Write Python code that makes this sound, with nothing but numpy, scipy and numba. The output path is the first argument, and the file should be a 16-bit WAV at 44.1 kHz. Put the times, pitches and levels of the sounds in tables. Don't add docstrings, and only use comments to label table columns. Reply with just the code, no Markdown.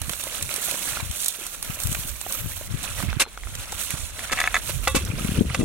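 import sys
import numpy as np
from scipy import signal
from scipy.fft import rfft, irfft, next_fast_len
from scipy.io import wavfile
from scipy.ndimage import uniform_filter1d
from numba import njit

SR = 44100
rng = np.random.default_rng(int(sys.argv[2]) if len(sys.argv) > 2 else 0)


def wrap_up_sound(samples):
    columns = np.atleast_2d(samples).T
    tamed = np.clip(columns, -1, 1)
    steps = np.round(tamed * 32767).astype(np.int16)
    wavfile.write(sys.argv[1], SR, steps)


def nominal_scale(level):
    x = np.asarray(level, float) / 20
    return 10 ** x


N = 248986

# frequency in Hz, level in dB per Hz.
FIBRE_COLOUR = [(2060, -16.5), (3500, -5), (4970, -12.5), (6000, -4.5), (9760, -0.5), (15200, -11.5),
                (16200, -6), (16500, -42)]
# frequency in Hz, level in dB per Hz.
TWIG_COLOUR = [(210, -25), (350, -17), (570, -1), (874, -7), (1390, 1), (1830, -1), (2580, 3.5),
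               (4960, -7.5), (6000, -2), (7800, -45), (13200, -120)]
# frequency in Hz, level in dB, time to fall 60 dB in seconds.
STICK_MODES = [(745, -7, 0.052), (1150, -16.5, 0.041), (1308, -2, 0.036), (1715, 2, 0.019),
               (1960, -2, 0.024), (2200, -2, 0.015), (2584, -8, 0.018), (3490, -4, 0.028),
               (6510, -19, 0.023)]
# frequency in Hz, level in dB, time to fall 60 dB in seconds.
PIPE_MODES = [(530, -4, .13), (856, -11, .13), (1080, -8, .15), (1155, -8, .16), (1463, -9, .1),
              (1978, -3, .09), (2261, -13, .1), (2652, -4, .15), (3365, -22, .9), (3478, -12, .1),
              (3693, -13, .2), (4630, -15, .06), (5560, -19, .05)]
# time in seconds, left minus right in dB.
HEAP_PLACE = [(0.0, -7), (1.82, -5.5), (1.9, -5), (3.02, -6.5), (3.14, -3.5), (3.71, -1.5), (3.79, -7.5),
              (4.54, 1), (4.62, -6.5), (5.65, -4)]


def shape(x, points):
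    size = next_fast_len(N)
    hz, db = np.transpose(points)
    f = np.maximum(np.arange(size // 2 + 1) * SR / size, 1)
    gain = nominal_scale(np.interp(np.log(f), np.log(hz), db))
    return irfft(rfft(x, size) * gain, size)[..., :N]


def unit(x):
    return x / np.sqrt(np.mean(np.mean(x, axis=0) ** 2))


def sides(pan_db):
    gain = nominal_scale(np.array([pan_db, -pan_db]) / 2)
    return gain / gain.mean(axis=0)


def curves(table):
    s, *columns = np.transpose(table)
    return [np.interp(np.arange(N) / SR, s, c) for c in columns]


def walk(rate):
    k = int(SR / rate)
    held = np.repeat(rng.standard_normal(N // k + 1), k)
    return 1.65 * uniform_filter1d(uniform_filter1d(held, k), k)[:N]


@njit
def rings(at, hz, t60, size, phase, lag):
    out = np.zeros((2, N))
    for k in range(len(at)):
        s = 2j * np.pi * hz[k] / SR - np.log(1000) / (t60[k] * SR)
        turn = np.exp(s)
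        for c in range(2):
            start = at[k] + (lag[k] if c == 0 else 0.)
            first = int(np.ceil(start))
            z = size[c, k] * np.exp(1j * phase[k] + s * (first - start))
            for i in range(max(first, 0), min(N, first + int(t60[k] * SR))):
                out[c, i] += z.imag
                z *= turn
    return out


@njit
def low(x, hz, damp):
    y, band, base = np.empty(len(x)), 0., 0.
    for i in range(len(x)):
        g = np.tan(np.pi * hz[i] / SR)
        v = (band + g * (x[i] - base)) / (1 + g * (g + damp))
        y[i] = base + g * v
        band, base = 2 * v - band, base + 2 * g * v
    return y


def crackle(count, lo_hz, hi_hz, cycles, scatter_db, lag, lag_spread, colour):
    u, g = rng.random((4, count)), rng.standard_normal((3, count))
    hz = lo_hz * (hi_hz / lo_hz) ** u[0]
    size = hz * nominal_scale(scatter_db * np.minimum(-np.log(1 - u[1]), 5.5)) * sides(10.5 * g[0])
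    t60 = cycles * nominal_scale(3.3 * g[1]) / hz
    x = rings(u[2] * N, hz, t60, size, 2 * np.pi * u[3], lag + lag_spread * g[2])
    return unit(shape(x, colour))


def struck(s, db, ring, modes, lag, pan_db, vary_db, detune):
    s, db, ring = (np.asarray(v)[:, None] for v in (s, db, ring))
    hz, mode_db, t60 = np.transpose(modes)
    g = rng.standard_normal((len(s), 3, len(modes))).transpose(1, 0, 2)
    size = nominal_scale(db + mode_db + vary_db * g[0]) * sides(pan_db + 4.8 * g[2])
    at = (s * SR + 0 * hz).ravel()
    pitch = (hz * (1 + detune * g[1])).ravel()
    return rings(at, pitch, (ring * t60).ravel(), size.reshape(2, -1), 0 * at, 0 * at + lag)


def swells(start, hold, db, rise, fall, rest_db):
    t = np.arange(0, N + 64, 64) / SR
    power = nominal_scale(rest_db) ** 2
    for s, h, d in zip(start, hold, db):
        level = d - rise * np.maximum(s - t, 0) - fall * np.maximum(t - s - h, 0)
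        power = power + nominal_scale(level) ** 2
    return np.interp(np.arange(N) / SR, t, 10 * np.log10(power))


def pull():
    # grip in seconds, hold in seconds, fibre crackle in dB,
    # thinnest fibres in dB relative to it, twigs in dB relative to it.
    tugs = [(0.04, 0.22, -39, 6, -3), (0.334, 0.23, -33.5, 3, -3), (0.64, 0.33, -31, 4, -3.5),
            (1.156, 0.1, -32, 2, -10.5), (1.377, 0.17, -39, 5, -4.5), (1.65, 0.068, -39.5, 7, -2),
            (1.81, 0.29, -36, 8, -4), (2.316, 0.03, -33.5, 12.5, -2.5), (2.473, 0.14, -40.5, 6, -6),
            (2.722, 0.023, -41, 3, -1), (2.837, 0.03, -33.5, 0, -2.5), (2.992, 0.009, -35, 4.5, 0),
            (3.476, 0.27, -41.5, 0, -1), (3.8, 0.015, -34, 5, -2.5), (3.912, 0.019, -34.5, -8, -2),
            (4.02, 0.051, -35.5, -1, -11), (4.219, 0.018, -36, -1, 0.5), (4.374, 0.087, -39.5, 2, 4),
            (4.565, 0.021, -37.5, -1, 1), (4.695, 0.011, -31.5, 4.5, -6), (4.838, 0.14, -37, 1, -5),
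            (4.98, 0.046, -43, 3, 3), (5.194, 0.18, -38, 1.5, 0.5), (5.511, 0.035, -43, -8, 4.5),
            (5.59, .06, -39, -14, -7), (0.995, 0.073, -45, -5, -1)]
    s, hold, db, thin_db, twig_db = np.transpose(tugs)

    def level(tug_db, rest_db):
        return swells(s, hold, tug_db, rise=149, fall=105, rest_db=rest_db)

    rest_db, rest_twig_db = -49.5, -52.5
    fine_db = level(db, rest_db)
    top_db = level(db + thin_db, rest_db + 2) - fine_db
    return fine_db, top_db, level(db + twig_db, rest_twig_db)


def catches():
    # centre in seconds, length in seconds,
    # fibres in dB, twigs in dB.
    catch_table = [(0.168, 0.041, -2.5, -6), (0.201, 0.028, 6.5, 6.5), (0.448, 0.08, -3.5, -5),
                   (0.516, 0.047, 1, 4), (0.64, 0.057, 0.5, -6), (0.837, 0.075, 0.5, -2.5),
                   (0.942, 0.046, -1, 1), (0.994, 0.075, -6, 0), (1.139, 0.03, -5.5, 2),
                   (1.165, 0.047, 3, 1.5), (1.22, 0.051, 0.5, -1), (1.312, 0.063, 3.5, 3),
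                   (1.498, 0.046, 2.5, -2.5), (1.612, 0.085, 2.5, 2), (1.745, 0.023, 3, -4),
                   (1.87, 0.05, -4, -2), (2.073, 0.032, -3, -5), (2.12, 0.062, 1, -2.5),
                   (2.353, 0.095, 2, -1.5), (2.457, 0.035, -2, 2), (2.498, 0.046, -0.5, 2),
                   (2.559, 0.034, 2.5, 4.5), (2.664, 0.03, 7, 1), (2.687, 0.046, -7.5, -1.5),
                   (2.87, 0.036, -6, -2), (2.933, 0.036, -0.5, -4), (3.1, 0.067, -3.5, 4.5),
                   (3.158, 0.073, 0.5, 8), (3.256, 0.048, -14, -3), (3.376, 0.06, -2, -3),
                   (3.42, 0.026, 2.5, 1), (3.517, 0.11, -2, -5), (3.75, 0.037, 4, 3),
                   (3.809, 0.036, 6, -0.5), (3.853, 0.06, 1.5, -3), (4.088, 0.05, -5, -2),
                   (4.119, 0.04, -0.5, 6), (4.266, 0.039, -1.5, -3), (4.608, 0.019, -10, -8),
                   (4.799, 0.024, 2, 5), (5.056, 0.036, -1, 1.5), (5.115, 0.073, -0.5, 6.5),
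                   (5.186, 0.022, -5, 1), (5.365, 0.028, -4, -1), (5.433, 0.06, -3.5, -6.5)]
    s, length, *db = np.transpose(catch_table)
    t = np.arange(0, N + 64, 64) / SR
    bell = np.exp(-((t[:, None] - s) / (0.48 * length)) ** 2)
    return [np.interp(np.arange(N) / SR, t, bell @ d) for d in db]


def air():
    # frequency in Hz, level in dB per Hz.
    air_colour = [(88, -5), (150, -4), (190, -12.5), (3930, -18), (4690, -24), (11600, -46), (16500, -43)]
    mid, side = rng.standard_normal((2, N))
    hiss = mid + 0.78 * side * np.array([[1], [-1]])
    return nominal_scale(-41.5 - 12.5) * unit(shape(hiss, air_colour))


def eddies(db):
    corner_hz = np.clip(80 * nominal_scale(0.25 * (db + 39.5) + 2.02 * walk(13)), 20, 900)
    x = rng.standard_normal(N) / np.sqrt(corner_hz)
    x = low(low(x, corner_hz, 0.94), 0.92 * corner_hz, 0.54)
    x = shape(x, [(8, -37), (25, -4.5), (50, -6.0)])
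    return nominal_scale(db + 2.7 * walk(24.953)) * x / x.std()


def wind():
    # arrival in seconds, hold in seconds, left in dB, right in dB.
    gusts = [(0, 0.026, -39, -30.5), (0.428, .02, -36.5, -51), (1.02, 0.031, -32.5, -47),
             (1.71, 0.022, -38.5, -47), (1.885, 0.034, -29.5, -37.5), (2.076, 0.033, -50, -36.5),
             (2.453, 0.021, -30.5, -49), (2.55, 0.072, -52, -39.5), (2.719, 0.042, -28, -46),
             (2.997, 0.13, -40.5, -28.5), (3.43, 0.16, -41, -40), (3.696, 0.049, -42, -43),
             (3.978, 0.056, -43, -35.5), (4.183, 0.25, -42.5, -41), (4.5, 0.19, -40, -37),
             (4.772, 0.067, -50, -30), (4.954, 0.3, -26.5, -26), (5.382, 0.039, -21.5, -22),
             (5.619, 0.033, -22, -21.5)]
    # time in seconds, share from 0 to 1.
    shared_gust = [(0, 0.13), (4.85, 0.041), (4.95, 0.94), (5.65, 1)]
    # centre in seconds, rms in dB, pitch in Hz.
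    puffs = [(0.016, -33, 88.4), (1.03, -29, 102), (1.103, -27, 74), (1.701, -26.5, 121),
             (1.857, -20.5, 82), (1.894, -23.5, 91), (1.919, -25.5, 128), (2.461, -30, 147),
             (4.335, -31, 202), (2.745, -20.5, 118), (3.037, -24, 166), (3.087, -24, 117), (3.17, -21, 119),
             (3.941, -25, 118), (4.773, -29.5, 80.4), (4.949, -12, 332), (4.968, -16.5, 215),
             (5.102, -20.5, 98.4), (5.138, -21, 141), (5.211, -24, 166), (5.251, -16.5, 188),
             (5.292, -17.5, 175), (5.32, -19.5, 164), (5.38, -21, 148), (5.389, -14.5, 195),
             (5.411, -8.5, 225), (5.418, -13.5, 204), (5.455, -24.5, 185), (5.507, -28, 129),
             (5.594, -14, 185), (5.633, -17, 324), (0.084, -31, 127), (0.106, -33.5, 148),
             (0.426, -33.5, 100), (0.926, -37.5, 98), (1.991, -32, 100), (2.054, -33, 111),
             (2.145, -39, 90), (5.576, -28, 150), (5.605, -21, 198), (5.61, -14, 250)]
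    s, hold, *ports_db = np.transpose(gusts)
    left_db, right_db = (swells(s, hold, db, rise=105, fall=94, rest_db=-56) for db in ports_db)
    lean_db = left_db - right_db

    share = np.clip(curves(shared_gust)[0], 0, 1)
    common = eddies((left_db + right_db) / 2 - 5.5)
    common = np.array([common, np.roll(common, shift=30)]) * sides(lean_db)
    own = np.array([eddies(left_db), eddies(right_db)])
    out = np.sqrt(share) * common + np.sqrt(1 - share) * own

    flutter = nominal_scale(-49.5 + 2.82 * (np.maximum(left_db, right_db) + 30))
    flutter = flutter + nominal_scale(pull()[-1] - 9)
    thuds = crackle(count=2500, lo_hz=170, hi_hz=593, cycles=10.2, scatter_db=2.5, lag=2.4, lag_spread=1.8,
                    colour=[(120, 2), (220, 1.0), (450, -8.0), (900, -18), (2000, -50)])
    out += nominal_scale(-6.5) * flutter * sides(0.28 * lean_db) * thuds

    for (s, puff_db, hz), turn in zip(puffs, rng.random(size=len(puffs))):
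        near = slice(max(int((s - .04) * SR), 0), min(int((s + .04) * SR), N))
        t = np.arange(N)[near] / SR - s - np.array([[0], [.0007]])
        pan_db = 4.2 * lean_db[int(s * SR)] + 9
        cycle = 2 * np.pi * (hz * t + turn)
        push = np.cos(cycle) + 0.23 * np.sin(2 * cycle) + 0.078 * np.cos(3 * cycle)
        bell = np.exp(-(t * hz / 0.54) ** 2)
        out[:, near] += nominal_scale(puff_db + 1.5) * sides(pan_db)[:, None] * bell * push
    return out


def grass():
    fine_db, top_db, coarse_db = pull()
    pan_db, = curves(HEAP_PLACE)
    fine_catch_db, coarse_catch_db = catches()
    clump = .2 * walk(22) + 1.1 * walk(70)
    fine_db = fine_db + fine_catch_db - 0.5 + 1.2 * clump + .8 * walk(45)
    coarse_db = coarse_db + coarse_catch_db - 2.07 + 1.3 * clump + .8 * walk(24.84)

    fibres = crackle(count=70000, lo_hz=3440, hi_hz=18200, cycles=11.0, scatter_db=2.5,
                     lag=4.88, lag_spread=1.0, colour=FIBRE_COLOUR)
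    top = shape(fibres, [(10000, -29), (12000, -2.0)])
    fine = nominal_scale(fine_db) * sides(pan_db) * (fibres + (nominal_scale(top_db) - 1) * top)

    twigs = crackle(count=30000, lo_hz=250, hi_hz=6160, cycles=19.0, scatter_db=2.5,
                    lag=2.26, lag_spread=3.46, colour=TWIG_COLOUR)
    pings = crackle(count=900, lo_hz=450, hi_hz=5000, cycles=40, scatter_db=2.5,
                    lag=5.2, lag_spread=2.2, colour=TWIG_COLOUR)
    return fine + nominal_scale(coarse_db) * sides(0.28 * pan_db) * (twigs + .35 * pings)


def snaps():
    # time in seconds, tick peak in dB, body peak in dB, flare after the tick in dB.
    snap_table = [(0.016, -13.5, -25, -18), (0.0935, -15.5, -17.5, -10.5), (0.1329, -21, -22.5, -10),
                  (0.237, -15, -28, -14), (0.424, -16.5, -30, -4), (0.5394, -12, -33, -13),
                  (0.56, -16.5, -38, -9.5), (0.7104, -17, -26, -10), (0.8865, -29, -30, -1),
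                  (1.111, -22.5, -28, -7), (1.2434, -27, -46, 5), (1.259, -19.5, -50, 1.5),
                  (1.281, -23.5, -38, 9), (1.465, -17.5, -28, -10.5), (1.626, -13, -27.5, -14),
                  (1.8002, -18.5, -45, -11), (1.834, -19.5, -40, -3), (1.8707, -11, -48, -20),
                  (1.9267, -22, -27, -2), (1.9467, -24.5, -17.5, -0.5), (2.092, -19, -39, -16),
                  (2.2121, -18.5, -28.5, -10.5), (2.322, -24.5, -33, 3.5), (2.575, -37, -40, -5),
                  (3.0251, -19, -18.5, -15), (3.551, -29, -27.5, 1.5), (3.7207, -22.5, -25.5, -3),
                  (3.791, -26, -30, -14), (3.905, -12, -53, -13), (5.049, -28.5, -38, 0)]
    s, db, body_db, tail_db = np.transpose(snap_table)
    hz = 8900 * nominal_scale(0.32 * (db + 18.5))
    s = s + .0012
    at = (s * SR).astype(int)
    pan_db, = curves(HEAP_PLACE)
    ticks = rings(s * SR, hz, 13 / hz, nominal_scale(db + 8) * sides(pan_db[at]), 0 * s, 0 * s + 4.8)

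    flare, t = np.zeros((2, N + SR)), np.arange(SR // 10) / SR
    fall = np.exp(-t / .0035) * (1 - np.exp(-t / .0003))
    for start, gains in zip(at, nominal_scale(np.array([db + tail_db + 2.0, body_db - 6.5])).T):
        flare[:, start:start + len(t)] += gains[:, None] * fall
    bright = crackle(count=100000, lo_hz=3420, hi_hz=16320, cycles=68, scatter_db=-1.5,
                     lag=6.5, lag_spread=0.23, colour=FIBRE_COLOUR)
    body = crackle(count=30000, lo_hz=383, hi_hz=6100, cycles=13.0, scatter_db=3.0,
                   lag=4.0, lag_spread=2.8, colour=TWIG_COLOUR)
    return ticks + (flare[0, :N] * bright + flare[1, :N] * body) * sides(pan_db)


def splinters():
    # time in seconds, peak in dB, pitch in Hz.
    splinter_table = [(0.0222, -19, 9900), (0.0757, -24, 8600), (0.0947, -16, 9600), (0.1458, -23, 9700),
                      (0.1967, -21, 9500), (0.2109, -25, 9100), (0.315, -24, 8700), (0.3419, -22, 9100),
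                      (0.3766, -21, 8700), (0.4275, -10, 8100), (0.4376, -21, 11000), (0.4919, -21, 7900),
                      (0.5086, -20, 7400), (0.7, -16, 9200), (0.7319, -20, 8600), (0.7617, -18, 11000),
                      (0.7737, -21, 10000), (0.9437, -22, 10600), (1.2027, -17, 11100), (1.2478, -19, 8600),
                      (1.3249, -20, 7000), (1.627, -12, 12500), (1.8021, -14, 10000), (1.8921, -24, 10600),
                      (1.914, -23, 8700), (1.9288, -18, 8900), (1.9411, -22, 10300), (1.9476, -21, 7800),
                      (1.8719, -15, 12200), (1.9965, -24, 10300), (2.116, -19, 12200), (2.1517, -24, 12500),
                      (2.2144, -19, 8600), (2.2475, -25, 11400), (2.2893, -20, 12400), (2.2934, -21, 12100),
                      (2.3248, -16, 11400), (2.3345, -15, 12800), (2.4639, -25, 10500), (2.486, -22, 8800),
                      (2.5775, -16, 12800), (3.0002, -22, 8600), (3.1298, -27, 3800), (3.3307, -31, 8100),
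                      (3.3753, -32, 5900), (3.5516, -23, 7600), (3.6079, -23, 8200), (3.9061, -11, 12600),
                      (4.6756, -24, 4300), (4.695, -20, 9400), (4.717, -20, 10600), (4.8738, -16, 4500),
                      (4.9209, -24, 8900), (4.9941, -22, 8100), (5.0508, -21, 7300), (5.3024, -22, 8800),
                      (5.3787, -25, 7000)]
    s, db, hz = np.transpose(splinter_table)
    pan_db, = curves(HEAP_PLACE)
    size = nominal_scale(db + 4.5) * sides(pan_db[(s * SR).astype(int)])
    x = rings(s * SR, hz, 9.0 / hz, size, 0 * s, 0 * s + 4.8)
    x = x + rings(s * SR, .4 * hz, 7.0 / hz, nominal_scale(-15) * size, 0 * s, 0 * s + 4.8)
    return shape(x, [(500, -25), (2500, 0)])


def knocks():
    # time in seconds, peak in dB, pitch in Hz, left minus right in dB.
    knock_table = [(0.094, -30.5, 475, -4.0), (0.268, -25, 585, -2), (0.684, -26.5, 694, -4),
                   (0.742, -24.5, 586, 0), (0.971, -18.5, 1370, -11), (1.0, -23, 980, -13),
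                   (1.947, -32, 2160, -15), (2.264, -22, 745, -6), (2.309, -28, 1130, 16),
                   (2.611, -27, 606, -6), (3.002, -21, 1210, -5), (3.129, -18.5, 1530, 0),
                   (3.375, -21, 1390, 0), (3.435, -23, 2080, 4), (3.471, -26, 1340, 0),
                   (3.725, -22, 845, 3), (3.905, -23, 2320, -4.5), (4.192, -18.5, 1960, -1),
                   (4.674, -24, 2550, -5.0), (4.694, -23, 585, -2.0), (5.184, -27, 636, 1),
                   (5.504, -24, 1260, -2), (.412, -20, 2460, -10), (0.492, -18.5, 2370, -15),
                   (0.581, -29.5, 447, -2), (.722, -26, 624, -2), (0.934, -26, 1800, -4),
                   (1.387, -35.5, 424, 0), (1.412, -35.5, 343, 0), (1.771, -31.5, 610, 0),
                   (3.237, -18, 2530, 5), (3.253, -29, 1380, 0), (3.263, -31, 900, 0),
                   (3.271, -34.5, 440, 0), (4.185, -34, 553, 0), (5.378, -24, 3000, 5),
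                   (5.499, -19, 2110, -8)]
    s, db, hz, pan_db = np.transpose(knock_table)
    at = (s + 0.00059) * SR
    out = 0
    for ratio, part_db in [(0.62, -13), (1, 1.5), (1.55, -4), (2.4, -4), (3.9, -3)]:
        part_hz = hz * ratio
        size = nominal_scale(db + part_db) * sides(pan_db)
        for cycles, sign in [(12, 1), (2, -1)]:
            out = out + sign * rings(at, part_hz, cycles / part_hz, size, 0 * s, 0 * s + 2.0)
    return out


def scuffs():
    # start in seconds, length in seconds, rms in dB,
    # pipe ringing in dB, left minus right in dB.
    scuff_table = [
        (3.195, 0.026, -18.5, -40, -2),
        (4.316, 0.014, -24.5, -38.5, -3),
        (4.686, 0.02, -33.5, -53, -6),
        (4.947, 0.024, -22.5, -31, -3),
    ]
    # start in seconds, length in seconds, rms in dB.
    grazes = [
        (2.9, 0.0025, -42),
        (3.8, 0.016, -35.5),
        (4.4, 0.0074, -25),
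        (4.876, 0.0069, -21.5),
        (5.543, 0.01, -29),
    ]
    # frequency in Hz, level in dB per Hz.
    soil_colour = [(120, -41), (200, -10.5), (784, -12), (1580, -3.5), (1800, -8.5), (2600, -2), (3130, -7),
                   (8810, -4), (15000, -15.5), (16500, -44)]
    t = np.arange(N) / SR
    grit = crackle(count=90000, lo_hz=200, hi_hz=17000, cycles=7, scatter_db=1.4,
                   lag=2.2, lag_spread=2.2, colour=soil_colour)

    def swell(s, length, rise, fall):
        return np.clip((t - s) / rise, 0, 1) * np.exp(-np.clip(t - s - length, 0, 1) / fall)

    out = 0
    for s, length, db, pipe_db, pan_db in scuff_table:
        bumps = s + length * rng.random(size=12)
        steel = struck(bumps, 0 * bumps + pipe_db, 0 * bumps + .6, PIPE_MODES,
                       lag=1.5, pan_db=pan_db, vary_db=4, detune=.003)
        out = out + nominal_scale(db) * swell(s, length, 0.0057, 0.0074) * sides(pan_db)[:, None] * grit + steel
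    for s, length, db in grazes:
        out = out + nominal_scale(db) * swell(s, length, 0.0018, 0.0024) * grit
    tip = struck([3.236], [-41], [1], [(4160, 0, 0.17)], lag=0, pan_db=1, vary_db=-10, detune=0)
    return out + tip


def stick():
    # time in seconds, peak in dB.
    chatter = [(4.2967, -18), (4.3106, -16), (4.3243, -10), (4.331, -7.5), (4.373, -12), (4.3795, -16),
               (4.3874, -9), (4.4012, -7), (4.4142, -9.5), (4.439, -6), (4.452, -14), (4.46, -18),
               (4.4742, -7), (4.5111, -25), (4.3915, -18), (4.5428, 0), (4.551, -20), (4.554, -8),
               (4.565, -9), (4.598, -27)]
    s, db = np.transpose(chatter)
    after = np.cumsum(0.000805 + rng.random((len(s), 4)) * 0.001944, axis=1)
    after -= after[:, :1]
    hits = (s[:, None] + after + 0.00097).ravel()
    hits_db = (db[:, None] - 12.5 - 4000 * after).ravel()
    x = struck(hits, hits_db, np.ones(after.size), STICK_MODES, lag=1.0, pan_db=-1.5, vary_db=4.0, detune=0.011)
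    return shape(x, [(300, -19), (650, -7.0), (2680, 2.0), (2850, -15), (3500, -6.0),
                     (4500, -4), (5800, 1), (6800, 10.0)])


def pipe():
    # time in seconds, peak in dB, ring as a factor on the decay, attack in seconds.
    blows = [
        (4.8732, -10.5, 0.98, 0.0006),
        (5.547, -9.5, 0.27, 0.0015),
        (5.61, -16, 0.27, 0.004),
    ]
    s, db, ring, attack = np.transpose(blows)
    crack = struck(s + 0.000624, db - 12.0, 0.48 * ring, STICK_MODES,
                   lag=0.48, pan_db=1, vary_db=3.5, detune=0.19)
    crack = shape(crack, [(350, -39), (700, 8.0)])
    tube = struck(s + .001, db - 10, ring, PIPE_MODES, lag=1.5, pan_db=-3, vary_db=1.2, detune=.002)
    out = crack + tube
    for at, rise in zip(s, attack):
        since = np.arange(N) / SR - at
        out = out * np.where(since > 0, 1 - np.exp(-np.abs(since) / rise), 1)
    return out


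def scene():
    # frequency in Hz, level in dB.
    shade = [(300, -3), (1000, 2), (2400, -8), (5000, 1), (15000, -4.5)]
    left, right = grass() + snaps() + splinters()
    heap = np.array([shape(left, shade), right])
    return heap + knocks() + stick() + pipe() + scuffs() + air() + wind()


def roll_off(x):
    return signal.sosfilt(signal.butter(12, 16990, fs=SR, output="sos"), x)


def record(dry):
    rounded = np.tanh(0.93 * dry) / 0.88
    mix = shape(rounded, [(4400, 1.0), (4950, -3), (5400, -1), (15800, -1.5), (16100, -28), (17000, -40)])
    return roll_off(mix)


dry = scene()
out = record(dry)
wrap_up_sound(out)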